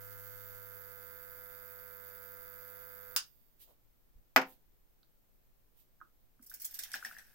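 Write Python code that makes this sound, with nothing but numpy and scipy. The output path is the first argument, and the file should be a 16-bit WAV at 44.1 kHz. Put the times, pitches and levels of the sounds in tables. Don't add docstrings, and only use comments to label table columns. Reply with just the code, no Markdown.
import sys
import numpy as np
from scipy import signal
from scipy.fft import rfft, irfft
from scipy.io import wavfile

SR = 44100
rng = np.random.default_rng(int(sys.argv[2]) if len(sys.argv) > 2 else 0)


def dump_mix(stems):
    frames = np.atleast_2d(stems).T
    limited = np.clip(frames, -1, 1)
    pcm = np.round(limited * 32767).astype(np.int16)
    wavfile.write(sys.argv[1], SR, pcm)


N = 323694
T = np.arange(N) / SR

PUMP_OFF_S = 3.166
POUR_START_S = 6.41
TOP_HZ = 15900

# [f/Hz, relative level/dB]
BUZZ_SPECTRUM = [(2300, -10.5), (2800, -19.5), (3600, -3), (4200, -21.5), (4800, 1), (5400, -17.5),
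                 (6500, -10.5), (9000, -12), (11000, -5.5), (13000, -3), (14000, -2.5), (15500, -2)]
# [t/s, energy level before the room/dB, mean delay of the pops/s]
MILK_SPLASHES = [(6.423, -32.5, 0.0095), (6.462, -30.5, 0.0062), (6.497, -25.5, 0.0055),
                 (6.539, -20.5, 0.0044), (6.599, -24, .005), (6.618, -20, .004), (6.645, -11, .007),
                 (6.71, -28.5, .004), (6.741, -18, 0.0069), (6.789, -11.5, .005), (6.823, -21.5, .005),
                 (6.835, -15.5, .0015), (6.916, -21.5, .0015), (6.933, -12.5, 0.009),
                 (7.047, -17.5, 0.0057), (7.184, -27.5, 0.0019)]


def pump():
    # [multiple of the stroke rate, level before the common gain/dB]
    casing_tones = [(2, -79), (3, -89.5), (4, -78.5), (5, -61.5), (7, -76), (9, -80.5), (10, -76),
                    (11, -88), (12, -74.5), (13, -69), (14, -67), (15, -67.5), (16, -69.5), (17, -72.5),
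                    (18, -78), (20, -76.5), (21, -74)]
    # [f/Hz, relative level/dB]
    rattle_spectrum = [(60, -31.5), (200, -21), (350, -9.5), (520, 4.5), (900, -5), (1400, 6.5), (2000, 2),
                       (2600, -3), (4000, -63)]
    # [f/Hz, relative level/dB]
    rasp_spectrum = [(1500, -27), (2500, -7.5), (3500, -8.5), (4200, -9.5), (6500, -0.5), (9000, -4),
                     (15000, -6.5)]
    mains_hz, casing_gain_db = 49.957, -.8
    loaded_db, free_db, ease_s, ease_width_s = -56, -65.5, 0.78, 0.18

    load = (1 - np.tanh((T - ease_s) / (2 * ease_width_s))) / 2
    drone_db = free_db + (loaded_db - free_db) * load
    stroke_hz = 2 * mains_hz
    opposite = np.array([[1], [-1]])
    angle = 2 * np.pi * stroke_hz * T
    drone = np.sqrt(2) * undb(drone_db) * np.cos(angle) * pan(10.5) * opposite

    tones = 0
    scatters = rng.standard_normal(len(casing_tones))
    for (multiple, db), scatter in zip(casing_tones, scatters):
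        phase = round(multiple) * (angle - .3) + .75 * scatter
        tones = tones + undb(db) * (np.cos(phase) + np.cos(phase - 2.2) * opposite)

    pulsing = np.exp(0.523 * np.cos(angle - .2))
    rattle = unit(colour(noise() * pulsing, rattle_spectrum))

    count = int(PUMP_OFF_S * stroke_hz)
    timing, strength = rng.standard_normal((count, 2)).T
    starts = (np.arange(count) + .6) / stroke_hz * SR + .2 * timing
    strokes = np.zeros(N)
    strokes[np.round(starts).astype(int)] = undb(1.3 * strength)
    chatter = convolve(strokes, crack(0.082)) * np.sqrt(SR / stroke_hz)

    high_pass = signal.butter(1, 8000, "high", fs=SR)
    sizzle = signal.lfilter(*high_pass, noise() * np.exp(.6 * np.cos(angle - 5.1)))
    buzz = colour(undb(-63) * chatter + undb(-59.0) * unit(sizzle), BUZZ_SPECTRUM)
    rasp = undb(drone_db - 9.5) * colour(chatter, rasp_spectrum)
    buzz = (buzz + rasp) * pan(-12.5)

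    running = np.clip((PUMP_OFF_S - T) / 0.006, 0, 1)
    casing = np.sqrt(2) * undb(casing_gain_db) * tones
    return running * (drone + casing + undb(-68) * rattle * pan(0) + buzz)


def switch():
    # [f/Hz, relative level/dB]
    snap_spectrum = [(200, -30.5), (500, -11.5), (1000, -8.5), (1450, -3), (2100, -17), (3000, -7.5),
                     (5200, -0.5), (7000, -4), (8500, -9), (10500, -1), (12000, -14), (15000, -10.5)]
    # [f/Hz, relative level/dB, t60/s]
    panel_modes = [(980, -5, .17), (1464, 1, .15), (1663, -5, .16), (2783, -6, .19), (4237, -4, .14),
                   (5012, -5, .14), (5523, -4, .13), (7020, -5, .13)]
    out = np.zeros((2, N))
    snap = undb(-6.5) * crack(.006) + undb(-0.5) * convolve(crack(0.0037), room(5.3))
    panel = undb(-14.5) * ring(panel_modes, lag_s=.0003)
    add(out, 3.1634, colour(snap, snap_spectrum) + panel)
    sigh = (T > PUMP_OFF_S) * undb(-68.5 - 33 * np.abs(T - PUMP_OFF_S))
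    return out + sigh * colour(noise(), BUZZ_SPECTRUM) * pan(-12)


def jug():
    # [f/Hz, relative level/dB]
    knock_spectrum = [(50, -51), (110, -27), (170, -15.5), (260, -11), (750, -3.5), (1450, -0.5),
                      (2400, -4.5), (3900, -22), (5000, -15.5), (7500, -25.5), (9100, -35.5), (10300, -29),
                      (11600, -52.5), (12800, -26.5), (15000, -38)]
    # [f/Hz, relative level/dB, t60/s]
    jug_modes = [(265, 2.5, .21), (358, -3.5, 0.13), (389, -4.5, 0.16), (514, -0.5, 0.23),
                 (647, 2.5, 0.068), (745, 2.5, 0.14), (772, -0.5, 0.23), (896, 0, 0.2), (1024, -3, 0.2),
                 (1296, 0.5, 0.13), (1433, 1.5, 0.16), (1834, -6.5, 0.19), (2144, -4.5, .14),
                 (2256, -0.5, 0.12), (2674, -7, 0.19)]
    # [t/s, gain/dB]
    base_blows = [(4.362, 11.5), (4.3701, -8.5), (4.4159, -11)]
    out = np.zeros((2, N))
    bursts = undb(-5) * crack(0.0062) + undb(-2.0) * crack(0.068) + undb(-8.0) * room(45)
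    knock = colour(bursts, knock_spectrum)
    body = undb(-8.0) * ring(jug_modes, lag_s=.0001)
    for s, db in base_blows:
        add(out, s, undb(db) * (knock + body))
    return signal.sosfilt(signal.butter(3, 95, "high", fs=SR, output="sos"), out) * pan(0.67)


def milk():
    # [f/Hz, relative level/dB]
    splash_spectrum = [(1000, 2.5), (1700, 7), (2600, 0), (4000, -4.5), (5600, 2), (6800, -3.5),
                       (9500, 0.5), (12000, -0.5), (15000, -1)]
    # [f/Hz, relative level/dB]
    base_spectrum = [(120, -24), (250, -4.5), (400, -17), (750, 0.5), (1300, -17), (2600, -2.5),
                     (5000, -20)]
    # [t/s, level before the room/dB, starting f/Hz]
    big_bubbles = [(6.515, -46, 1540), (6.791, -45, 1630), (6.9406, -27, 1620), (7.026, -35.5, 1480),
                   (7.049, -29.5, 1755), (7.1118, -40, 1470), (7.149, -49, 1720), (7.166, -41, 1720),
                   (7.187, -43, 1790)]
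    fizz_db, gurgle_db, bare_gurgle_db = -61.5, -65, -23
    spray_db, spray_rise_s, spray_t60_s = -38, 0.0091, 0.11
    wake_db, wake_rise_s, wake_t60_s = -12.5, 0.015, 0.12

    splash_fizz = undb(spray_db) * aftermath(MILK_SPLASHES, spray_rise_s, spray_t60_s)
    flow = np.hypot(undb(fizz_db) * stream(), splash_fizz)
    spray = colour(spatter(flow), splash_spectrum) * pan(-1.8)

    churn = undb(gurgle_db + bare_gurgle_db * (1 - covered(T))) * stream()
    wake = undb(wake_db) * aftermath(big_bubbles, wake_rise_s, wake_t60_s)
    gurgle = np.hypot(churn, wake)
    small_bubbles = resonate(resonate(droplets(700, 4.4), 1620, 300), 1650, 620)
    pool = gurgle * unit(small_bubbles) * np.ones((2, 1))
    for s, db, hz in big_bubbles:
        add(pool, s, undb(db) * bubble(hz, t60=0.01, glide=1.1))

    drum = gurgle * unit(colour(droplets(700, 2.0), base_spectrum))
    in_jug = convolve(pool + undb(-5) * drum, room(-5.0)) * pan(2.4)
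    return convolve(spray, room(-2.5)) + in_jug


def stream():
    full_s, ease_s, swell_db_per_s, thin_db_per_s = 6.64, 7.11, 65, 54
    swell_db = swell_db_per_s * np.minimum(T - full_s, 0)
    thin_db = thin_db_per_s * np.minimum(ease_s - T, 0)
    return (T > POUR_START_S) * undb(swell_db + thin_db)


def covered(s):
    pool_full_s = 6.9
    return np.clip((s - POUR_START_S) / (pool_full_s - POUR_START_S), 0, 1)


def spatter(flow):
    bare_hz, pool_hz = 11900, 5966
    start, end = POUR_START_S, N / SR
    fizz = pops(rng.uniform(start, end, 3000), bright_hz=8000, spread_db=4, cycles=3)
    out = flow * unit(fizz) * np.sqrt(1 - start / end)
    for s, db, length in MILK_SPLASHES:
        bright_hz = bare_hz * (pool_hz / bare_hz) ** covered(s)
        times = length * rng.exponential(size=90)
        cloud = pops(times, bright_hz, spread_db=4.5, cycles=27, size=SR // 10)
        add(out, s, undb(db) * unit_energy(cloud))
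    return out


def pops(times, bright_hz, spread_db, cycles, size=N, count=128):
    hz = bright_hz * np.exp(.5 * rng.standard_normal((len(times), 1)))
    hz = np.where(hz > TOP_HZ, TOP_HZ ** 2 / hz, hz)
    gain = undb(spread_db * np.minimum(rng.exponential(size=hz.shape), 3))
    t = T[:count]
    shape = gain * np.sqrt(hz) * np.exp(-t * hz / cycles) * np.minimum(t * hz, 1)
    where = (times[:, None] * SR).astype(int) + np.arange(count)
    phase = rng.random((2, len(times), 1))
    waves = shape * np.sin(2 * np.pi * (hz * t + phase))
    return np.array([np.bincount(where.ravel(), w.ravel(), size)[:size] for w in waves])


def bubble(hz, t60, glide):
    t = T[:SR // 20]
    shape = (1 - np.exp(-t / 0.0013)) ** 2 * fade(t60, SR // 20)
    return shape / shape.max() * np.sin(2 * np.pi * hz * t * (1 + glide * t))


def droplets(per_s, spread_db):
    hit = rng.random(N) < per_s / SR
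    sign = rng.choice([-1, 1], N)
    size_db = spread_db * np.minimum(rng.exponential(size=N), 4)
    return unit(hit * sign * undb(size_db))


def aftermath(events, rise_s, t60):
    power = np.zeros((1, N))
    shape = np.minimum(T[:SR // 2] / rise_s, 1) * fade(t60)
    for s, db, _ in events:
        add(power, s, (undb(db) * shape) ** 2)
    return np.sqrt(power[0])


def handling():
    # [t/s, energy level before the room/dB, f/Hz, width/Hz]
    small_taps = [(5.031, -44.5, 4190, 1500), (5.032, -52, 1400, 500), (6.003, -39, 1550, 300),
                  (6.0135, -24, 1320, 463), (6.019, -31.5, 1304, 352), (6.02, -43, 330, 60),
                  (6.394, -46.5, 1390, 695), (6.397, -37, 252, 129)]
    # [f/Hz, relative level/dB]
    hiss_spectrum = [(500, -9.5), (1500, -17.5), (3200, -1), (6000, -6.5), (9000, -5), (11500, -0.5),
                     (15000, -4)]
    # [centre t/s, level before the room/dB, spread/s]
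    hiss_swells = [(3.625, -60.5, 0.018), (3.695, -72, 0.027), (4.502, -65.5, 0.033), (5.8, -70, 0.023)]
    # [centre t/s, level/dB, spread/s, f/Hz]
    dull_bumps = [(3.705, -69.5, 0.024, 534), (4.182, -58.5, 0.025, 37.6)]
    out = np.zeros((2, N))
    t = T[:SR // 10]
    for s, db, hz, width_hz in small_taps:
        age = np.pi * width_hz * t
        tap = age ** 2 * np.exp(-age) * np.sin(2 * np.pi * hz * t)
        add(out, s, undb(db) * unit_energy(tap)[None])
    grains = np.array([droplets(4000, 3), droplets(4000, 3)])
    hiss = unit(colour(grains, hiss_spectrum))
    for s, db, length in hiss_swells:
        out += undb(db) * np.exp(-.5 * ((T - s) / length) ** 2) * hiss
    out = convolve(out, room(-5.5)) * pan(-5.0)
    for s, db, length, hz in dull_bumps:
        thud = unit(resonate(resonate(noise(), hz, hz), hz, hz))
        out += undb(db) * np.exp(-.5 * ((T - s) / length) ** 2) * thud
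    return out


def room_tone():
    # [f/Hz, relative level/dB]
    tone_spectrum = [(25, 2.5), (60, -9.5), (130, -14), (250, -19), (500, -21), (1000, -28.5), (3000, -34),
                     (8000, -36.5), (15000, -36.5)]
    return undb(-68) * unit(colour(noise(), tone_spectrum))


def room(wet_db, size=SR // 2):
    # [f/Hz, t60/s]
    kitchen_decay = [(200, 0.29), (1000, 0.17), (4000, 0.17), (15000, 0.08)]
    hz, t60 = np.transpose(kitchen_decay)
    f = np.log(np.maximum(np.fft.rfftfreq(size, 1 / SR), 1))
    spectrum = rfft(diffuse(size))
    tail = 0
    for share, band_t60 in zip(np.eye(len(hz)), t60):
        band = irfft(spectrum * np.interp(f, np.log(hz), share), size)
        tail = tail + band * fade(band_t60)
    onset = np.minimum(T[:size] / 0.0038, 1)
    response = undb(wet_db) * unit_energy(tail * onset)
    response[:, 0] += 1
    return unit_energy(response)


def diffuse(size):
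    mid, side = noise(size)
    side = signal.lfilter(*signal.butter(2, 900, "high", fs=SR), side)
    return np.array([mid + side, mid - side])


def crack(t60):
    return unit_energy(diffuse(SR // 2) * fade(t60))


def ring(modes, lag_s):
    t = T[:SR // 2]
    lags = lag_s * rng.uniform(-1, 1, (len(modes), 2, 1))
    total = 0
    for (hz, db, t60), lag in zip(modes, lags):
        envelope = undb(db) * fade(t60) * np.minimum(t * hz / 2, 1)
        total = total + envelope * np.sin(2 * np.pi * hz * (t + lag))
    return unit_energy(total)


def resonate(x, hz, width_hz):
    hz = min(hz, SR / 2 - 1000)
    return signal.lfilter(*signal.iirpeak(hz, hz / min(width_hz, SR / 4), fs=SR), x)


def colour(x, points, size=2048):
    hz, db = np.transpose(points)
    f = np.maximum(np.fft.rfftfreq(size, 1 / SR), 1)
    cepstrum = irfft(np.log(undb(np.interp(np.log(f), np.log(hz), db))))
    cepstrum[1:size // 2] *= 2
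    cepstrum[size // 2 + 1:] = 0
    return convolve(x, unit_energy(irfft(np.exp(rfft(cepstrum)))))


def convolve(x, response):
    return signal.fftconvolve(np.atleast_2d(x), np.atleast_2d(response), axes=-1)[:, :x.shape[-1]]


def noise(size=N):
    return rng.standard_normal((2, size))


def fade(t60, size=SR // 2):
    return np.exp(-np.log(1000) * T[:size] / t60)


def undb(db):
    return 10 ** (np.asarray(db) / 20)


def unit(x):
    return x / np.sqrt(np.mean(x ** 2))


def unit_energy(x):
    return x / np.sqrt(np.mean(np.sum(x ** 2, axis=-1)))


def pan(left_db):
    return unit(undb(np.array([[left_db], [-left_db]]) / 2))


def add(out, s, x):
    i = int(s * SR)
    out[:, i:i + x.shape[-1]] += x[..., :N - i]


def scene():
    return pump() + switch() + jug() + milk() + handling() + room_tone()


def record(dry):
    f = np.fft.rfftfreq(2 * N, 1 / SR)
    lift = undb(10.0 * np.clip((f - 12050) / 250, 0, 1))
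    low_pass = 1 / np.sqrt(1 + (f / TOP_HZ) ** 240)
    return irfft(rfft(dry, 2 * N) * lift * low_pass)[:, :N]


dry = scene()
out = record(dry)
dump_mix(out)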